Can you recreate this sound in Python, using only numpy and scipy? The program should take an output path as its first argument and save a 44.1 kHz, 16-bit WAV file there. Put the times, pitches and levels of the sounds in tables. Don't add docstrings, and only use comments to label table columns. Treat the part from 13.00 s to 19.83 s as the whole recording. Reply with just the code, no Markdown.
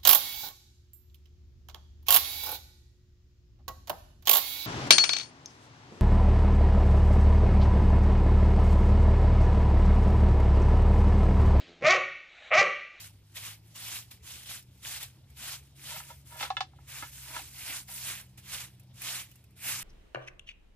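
import sys
import numpy as np
from scipy import signal
from scipy.io import wavfile

SR = 44100
rng = np.random.default_rng(int(sys.argv[2]) if len(sys.argv) > 2 else 0)


def master_out(mix):
    frames = np.transpose(np.atleast_2d(mix))
    ceiling = np.clip(frames, -1, 1)
    pcm = np.round(ceiling * 32767).astype(np.int16)
    wavfile.write(sys.argv[1], SR, pcm)


def field_ratio(decibels):
    return 10 ** (np.asarray(decibels, dtype=float) / 20)


N = 301188

# hz [Hz], density_db [dB per Hz]
TIP_SPECTRUM = [(150, -58), (250, -28), (298, -6.5), (452, -37.5), (640, 4), (735, -3.5), (2670, 3.5),
                (5830, 3), (8260, 8.5), (11300, 1), (14900, 6), (16000, -17)]
# hz [Hz], correlation [-1 to 1]
STEREO_LIKENESS = [(60, 1), (150, 0.95), (380, 0.9), (950, 0.67), (2380, 0.89), (5980, 0.17),
                   (15000, -0.008)]


def rms_one(x):
    return x / np.sqrt(np.mean(x ** 2) + 1e-20)


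def in_time(rows):
    s, *columns = np.transpose(rows)
    return [np.interp(np.arange(N) / SR, s, c) for c in columns]


def at_hz(points, hz):
    points_hz, values = np.transpose(points)
    return np.interp(np.log(hz), np.log(points_hz), values)


def drift(corner_hz):
    step = 40
    r = np.exp(-2 * np.pi * corner_hz * step / SR)
    noise = rng.standard_normal(N // step + 2002)
    slow = signal.lfilter([1], [1, -2 * r, r * r], noise)[2000:]
    return np.interp(np.arange(N) / step, np.arange(len(slow)), rms_one(slow))


def fade(x, t60_s):
    return signal.lfilter([1], [1, -field_ratio(-60 / (t60_s * SR))], x + 1e-18)


def ring(clicks, hz, t60_s):
    r, w = field_ratio(-60 / (t60_s * SR)), 2 * np.pi * hz / SR
    return signal.lfilter([0, np.sin(w)], [1, -2 * r * np.cos(w), r * r], clicks + 1e-18)


def slips(per_s, spread_db):
    sizes = field_ratio(spread_db * np.minimum(rng.exponential(1, N), 5))
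    return sizes * (rng.random(N) < per_s / SR)


def bandpass(x, order, band_hz):
    return signal.sosfilt(signal.butter(order, band_hz, "band", fs=SR, output="sos"), x)


def spread(mid, side, hz):
    alike = np.clip(at_hz(STEREO_LIKENESS, hz), -.99, .99)
    return np.sqrt(1 + alike) * mid + np.sqrt(1 - alike) * side * [[1], [-1]]


def coloured(grain, spectrum, patchy_db, low_lift_db=0, hump_db=0, hump_hz=3000):
    out, edges_hz = 0, 22 * 2 ** np.arange(0, 9.6, .5)
    white = rng.standard_normal((2, 2, N)) * grain
    flicker = [drift(19.4) + 0.36 * drift(4.4) for k in range(5)]
    for k, (low, high) in enumerate(zip(edges_hz, edges_hz[1:])):
        hz = np.sqrt(low * high)
        if hz < spectrum[0][0]:
            continue
        mid, side = bandpass(white[k % 2], 2, [low, high])
        lift = low_lift_db * min(np.log2(9000 / hz) / 2, 1.5)
        hump = hump_db / (1 + (np.log2(hz / hump_hz) / 0.64) ** 2)
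        gain = field_ratio(at_hz(spectrum, hz) + lift + hump + patchy_db * flicker[k % 5])
        out = out + gain * spread(mid, side, hz)
    return out


def broom():
    # start_s [s], scrape_centre_hz [Hz], low_scrape_db [dB], left_right_db [dB]
    grip = [(0, 3200, 0.5, -0.5), (.5, 2960, 2, -.5), (1, 3600, 1, -.7), (1.5, 3500, 1, -.7),
            (2, 3090, 1, -.7), (2.5, 3320, 2.5, 0), (3, 2640, -0.5, -0.5), (3.36, 2560, -4, 0.5),
            (3.45, 2470, 8, 0), (3.9, 2220, 2.5, -.3), (4.05, 2260, 1.5, -1), (4.17, 2300, -6, -1),
            (4.36, 2330, 2.5, -.7), (4.5, 2380, -3, -1), (4.71, 2490, 2.5, -1.2), (4.95, 2470, -7.5, -1),
            (5.1, 2400, 1.5, -1.3), (5.6, 2660, 1.5, -1.5), (6.1, 2700, 1, -1.5), (6.83, 2447, 0, -1.3)]
    rasp_db = pushing()
    centre_hz, low_db, pan_db = in_time(grip)
    low_follows, mean_rasp_db = 0.071, -42.5
    puffs = rms_one(fade(slips(550, spread_db=-12.0), 0.015))
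    grain = (6.0 + .5 * puffs) * field_ratio(0.82 * drift(28))
    low_lift_db = low_db + low_follows * (rasp_db - mean_rasp_db)
    rasp = rms_one(coloured(grain, TIP_SPECTRUM, patchy_db=1.5, low_lift_db=low_lift_db,
                            hump_db=5.0, hump_hz=centre_hz))
    stalks = field_ratio(-10.5) * twangs(2500, cycles=67.0)
    ticks = field_ratio(-16) * rms_one(bandpass(twangs(120, cycles=13.6), 2, (1410, 3400)))
    level = field_ratio(rasp_db + pan_db / 2 * np.array([[1], [-1]]))
    return level * (rasp + stalks + ticks)


def pushing():
    # touch_s [s], swell_s [s], ease_s [s],
    # touch_db [dB], fullest_db [dB], lift_db [dB]
    pushes = [(0.0, 0.04, .006, -46.5, -48, -44), (.352, 0.019, 0.042, -50, -40, -46.5),
              (.42, 0.052, 0.065, -46.5, -42.5, -51), (.757, 0.21, 0.02, -47, -38, -41),
              (1.1, 0.015, 0.005, -70, -46, -49), (1.235, 0.062, 0.14, -54.5, -44.5, -48.5),
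              (1.46, 0.055, 0.061, -51, -41, -46), (1.832, 0.037, 0.11, -48.5, -39, -39.5),
              (2.001, 0.033, 0.012, -43.5, -41, -44.5), (2.372, 0.072, 0.1, -50.5, -41.5, -40.5),
              (2.76, 0.15, 0.086, -61.5, -39.5, -43.5), (3.03, 0.059, 0.13, -52, -51.5, -63),
              (3.26, 0.038, 0.063, -56.5, -53, -52.5), (3.37, 0.063, 0.018, -49, -38, -43.5),
              (3.86, 0.031, .03, -68, -47, -44), (3.92, 0.065, 0.11, -47, -42.5, -51),
              (4.118, 0.056, 0.075, -52.5, -44.5, -47.5), (4.25, .12, 0.12, -47.5, -41, -50),
              (4.478, 0.26, 0.053, -53.5, -37, -41), (4.886, 0.029, 0.034, -45, -42.5, -46),
              (4.94, 0.028, .02, -42.5, -39.5, -39), (4.979, .12, 0.1, -42, -36, -45.5),
              (5.368, 0.013, 0.027, -79, -50.5, -59), (5.418, .13, 0.1, -62.5, -37.5, -45),
              (5.94, 0.14, 0.12, -63, -35.5, -38), (6.569, 0.12, 0.16, -60.5, -32.5, -42.5)]
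    still_db = -74.5
    land_db_per_s, lift_db_per_s = 902, 298
    nearing_db, nearing_db_per_s = -12.5, 83
    settle_db, settle_db_per_s = -16.5, 69
    swell_bend = 1.23
    t, level_db = np.arange(N) / SR, np.full(N, still_db)
    for touch_s, swell_s, ease_s, touch_db, full_db, lift_db in pushes:
        early_s, late_s = touch_s - t, t - (touch_s + swell_s + ease_s)
        before = touch_db + np.maximum(-land_db_per_s * early_s, nearing_db - nearing_db_per_s * early_s)
        after = lift_db + np.maximum(-lift_db_per_s * late_s, settle_db - settle_db_per_s * late_s)
        swell = full_db - (full_db - touch_db) * np.clip(1 + early_s / swell_s, 0, 1) ** swell_bend
        ease = (lift_db - full_db) * np.clip(1 + late_s / ease_s, 0, 1)
        push_db = np.where(early_s > 0, before, np.where(late_s > 0, after, swell + ease))
        level_db = np.maximum(level_db, push_db)
    return level_db


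def twangs(per_s, cycles):
    plucks = slips(per_s, spread_db=2.0) * rng.standard_normal((2, N))
    pitches_hz = np.geomspace(800, 14000, 30) * rng.uniform(.97, 1.03, 30)
    dealt = rng.integers(0, 30, N)
    out = np.zeros((2, N))
    for k, hz in enumerate(pitches_hz):
        mid, side = ring(plucks * (dealt == k), hz, cycles / hz)
        out += field_ratio(at_hz(TIP_SPECTRUM, hz)) * hz * spread(mid, side, hz)
    return rms_one(out)


def bamboo():
    # pitch_hz [Hz], side_db [dB, struck on the side], end_db [dB, struck on the end], t60_s [s]
    modes = [(542.8, -6.5, 1.5, 0.047), (644, -8, 4.5, 0.068), (760.7, 1.5, -19, 0.07),
             (834, -0.5, -2, 0.067), (958.5, -3, 13, 0.08), (1100, 1.5, -27, 0.05), (1254, -1, 5.5, 0.058),
             (1351, 0, 13.5, 0.03), (1720, -1.5, 8, 0.09), (2108, -0.5, 7, 0.04), (2634, 0, 5.5, 0.045),
             (2960, 0, 3, 0.04), (3453, -1, 6, 0.1), (3643, 1, -5.5, 0.05), (4100, 3, -21, 0.057),
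             (4170, -7, -3, 0.043), (4970, -17, -13, .035), (5200, -10, -11, .04), (6500, -15, -14, .03)]
    # start_s [s], drive_db [dB], end [0 side to 1 end], hardness [0-2], rattle_t60_s [s]
    blows = [(2.96, -39, 0.49, 0.32, 0.018), (3.002, -41.5, 0.76, 0.45, 0.015),
             (3.101, -43, 0.94, 0, 0.049), (3.32, -52, 0.45, 0.33, 0.032), (3.355, -42, 0.43, 0.15, 0.041),
             (3.407, -29.5, 0.69, 0.73, 0.033), (3.427, -29.5, 0.48, 1, 0.036),
             (3.452, -36, 0.77, 0.58, 0.034), (3.503, -23, 0.085, 0.37, .006),
             (3.568, -33.5, 0.74, 1.36, 0.014), (3.577, -34.5, .95, 0, 0.015),
             (3.606, -21, 0.19, 0.73, .008), (3.732, -52.5, 0.41, 0.1, 0.007),
             (3.786, -49.5, 0.65, 0, 0.0093), (4.024, -35, 1, 0.55, 0.1), (4.308, -46, 0.63, .4, .04),
             (4.364, -35, 0.97, 0.71, 0.049), (4.39, -35.5, 0.44, 0.66, 0.029),
             (4.889, -47, 0.28, 0, 0.057)]
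    # fullest_s [s], drive_db [dB], rise [dB/s], fall [dB/s]
    drags = [(2.933, -50.5, 290, 173), (3.108, -51.5, 802, 670), (3.32, -55.5, 580, 119),
             (3.441, -41.5, 308, 525), (4.364, -49, 183, 380), (4.892, -59, 1113, 120)]
    damping_db_per_octave = -1.5
    lag_s, one_sided_hz = .00008, 1420

    contacts = slips(2500, spread_db=2.5) * rng.choice([-1, 1], N)
    rub, t = np.zeros(N), np.arange(N) / SR
    for s, db, rise, fall in drags:
        rub += field_ratio(db - np.where(t < s, rise * (s - t), fall * (t - s)))

    hz, side_db, end_db, t60_s = np.transpose(modes)
    sign = (-1) ** np.arange(len(hz))
    clicks = np.array([np.roll(contacts, 97 * k) * rub * field_ratio(db - 25.5) for k, db in enumerate(end_db)])
    cracks, after = np.zeros(N), np.arange(3000)
    for s, drive_db, end, hard, rattle_s in blows:
        at, end, hard = round(s * SR), np.clip(end, 0, 1), np.clip(hard, 0, 2)
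        rattle = 0.14 * contacts[at + after] * field_ratio(-60 * after / SR / max(rattle_s, .001))
        rattle[0] = 1
        dulling_db = (damping_db_per_octave - (1 - hard) * 12) * np.log2(hz / 800)
        strength = field_ratio(drive_db - 5.5 + (4.0 - end) * side_db + end * end_db + dulling_db)
        clicks[:, at + after] += np.outer(strength * sign, rattle)
        cracks[at] = field_ratio(drive_db - 5.0) * hard

    lags_s = lag_s * np.where(hz < one_sided_hz, 1, sign * one_sided_hz / hz)
    out = np.zeros((2, N))
    for click, mode_hz, ring_s, late_s in zip(clicks, hz, t60_s, lags_s):
        mode = ring(click, mode_hz, ring_s)
        out += [mode, np.interp(t - late_s, t, mode)]

    crack_level = fade(cracks, 0.088) + field_ratio(-10) * fade(cracks, 0.13) + 0.4 * fade(cracks, 0.008)
    grit = (crack_level + field_ratio(1) * rub) * rng.standard_normal((2, N))
    out += bandpass(grit, 3, [1400, 5400])
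    return signal.sosfilt(signal.butter(6, 490, "high", fs=SR, output="sos"), out)


def snaps():
    # start_s [s], drive_db [dB], ring_hz [Hz]
    freed = [(0.355, -41, 1900), (0.757, -41, 2930), (1.1104, -44, 3600), (1.2331, -55, 2570),
             (1.444, -52, 2600), (1.624, -52, 5400), (1.8282, -49, 2290), (2.0276, -31, 3560),
             (2.301, -53, 2200), (2.3725, -52, 4150), (3.8721, -56, 1854), (4.8864, -49.5, 2587),
             (5.208, -42, 1600), (5.263, -58, 3000), (5.294, -61, 2600), (5.3743, -48, 2535),
             (5.7464, -65, 2296), (5.796, -49, 2617), (5.8308, -59.5, 2730), (6.0168, -31.5, 2520),
             (6.3133, -48, 2927), (6.3555, -49, 2770), (6.3794, -64, 3610), (6.4393, -53, 2555),
             (6.5063, -59, 2010)]
    decay_t60_s, rise_t60_s, ring_t60_s = 0.046, 0.0068, 0.028
    out = np.zeros((2, N))
    hiss = signal.lfilter([1, -.7], [1], rng.standard_normal((2, N)))
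    for s, db, hz in freed:
        click = np.zeros(4000)
        click[0] = field_ratio(db)
        at = round(s * SR)
        span = slice(at, at + len(click))
        burst = (fade(click, decay_t60_s) - fade(click, rise_t60_s)) * hiss[:, span]
        out[:, span] += burst + field_ratio(-18.5) * ring(burst, hz, ring_t60_s)
    return out


def thuds():
    # start_s [s], drive_db [dB]
    thumps = [(0.924, -52), (3.411, -49), (4.023, -40.5), (4.301, -46.5), (4.364, -42.5), (4.697, -42),
              (5.101, -47)]
    earth_hz, t60_s = 269, 0.066
    s, db = np.transpose(thumps)
    push = np.zeros(N)
    push[(s * SR).astype(int)] = field_ratio(db)
    first = ring(push, earth_hz, t60_s)
    return ring(first, earth_hz * 1.234, t60_s) * earth_hz / SR


def hut(x):
    t60_s, wall_cut_hz = 0.15, 15000
    out, dull = np.zeros((2, N)), np.exp(-2 * np.pi * wall_cut_hz / SR)
    lags = (np.geomspace(.011, .024, 8) * SR).astype(int)
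    for k, lag in enumerate(lags):
        loop, gain, state = x.copy(), field_ratio(-60 * lag / SR / t60_s), [0.]
        for i in range(lag, N, lag):
            back, state = signal.lfilter([gain * (1 - dull)], [1, -dull], loop[i - lag:i], zi=state)
            loop[i:i + lag] += back[:N - i]
        out[k % 2] += (loop - x) * (-1) ** (k // 2)
    return out


def engine():
    # [dB, before carry]
    firing = [(0.0, 51.9, -57), (0.19, 50.24, -58.5), (0.7, 55.0, -58), (1.25, 59.97, -62.5),
              (2.34, 66.9, -60), (2.99, 68.85, -58.5), (3.73, 68.5, -59.5), (4.2, 65.7, -57),
              (4.72, 63.57, -62), (4.96, 63.4, -57.5), (6.24, 63.03, -60), (6.41, 61.95, -67),
              (6.68, 62.8, -57), (6.83, 61.7, -57)]
    # pitch_hz [Hz], gain_db [dB]
    carry = [(50, -31), (61, -24), (64, -4), (69, -5), (100, 0), (138, -0.5), (152, -10.5), (190, -8),
             (198, -24), (207, -39)]
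    hz, db = in_time(firing)
    phase = 2 * np.pi * np.cumsum(hz * (1 + 0.003 * drift(4.3))) / SR
    out = np.zeros(N)
    for k in range(1, 4):
        order_db = db + at_hz(carry, k * hz) + 0.16 * drift(14.0)
        out += np.sqrt(2) * field_ratio(order_db) * np.sin(k * phase)
    return out


def quiet_air():
    # hz [Hz], density_db [dB per Hz]
    air_spectrum = [(15, -35), (25, -29), (87, 9.5), (153, -6), (195, -10), (285, -10.5), (503, -25),
                    (677, -17.5), (1290, -29.5), (2910, -26.5), (5430, -27), (5880, -52.5), (11300, -61.5),
                    (14800, -59), (16000, -54)]
    return field_ratio(-59) * rms_one(coloured(1, air_spectrum, patchy_db=3.0))


def scene():
    sweeping = broom()
    knocks = bamboo() + snaps() + thuds()
    walls = field_ratio(-17.5) * hut(knocks.mean(axis=0))
    knocks_placed = knocks * field_ratio([[-.6], [.6]])
    engine_placed = engine() * field_ratio([[.2], [-.2]])
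    return sweeping + knocks_placed + walls + engine_placed + quiet_air()


def band_limit(x):
    return signal.sosfilt(signal.butter(12, 16680, fs=SR, output="sos"), x)


def record(dry):
    late = np.stack([dry[0], np.roll(dry[1], shift=3)])
    top_cut = signal.cheby2(12, 60, 15950, fs=SR, output="sos")
    mix = signal.sosfilt(top_cut, late)
    return band_limit(mix)


dry = scene()
out = record(dry)
master_out(out)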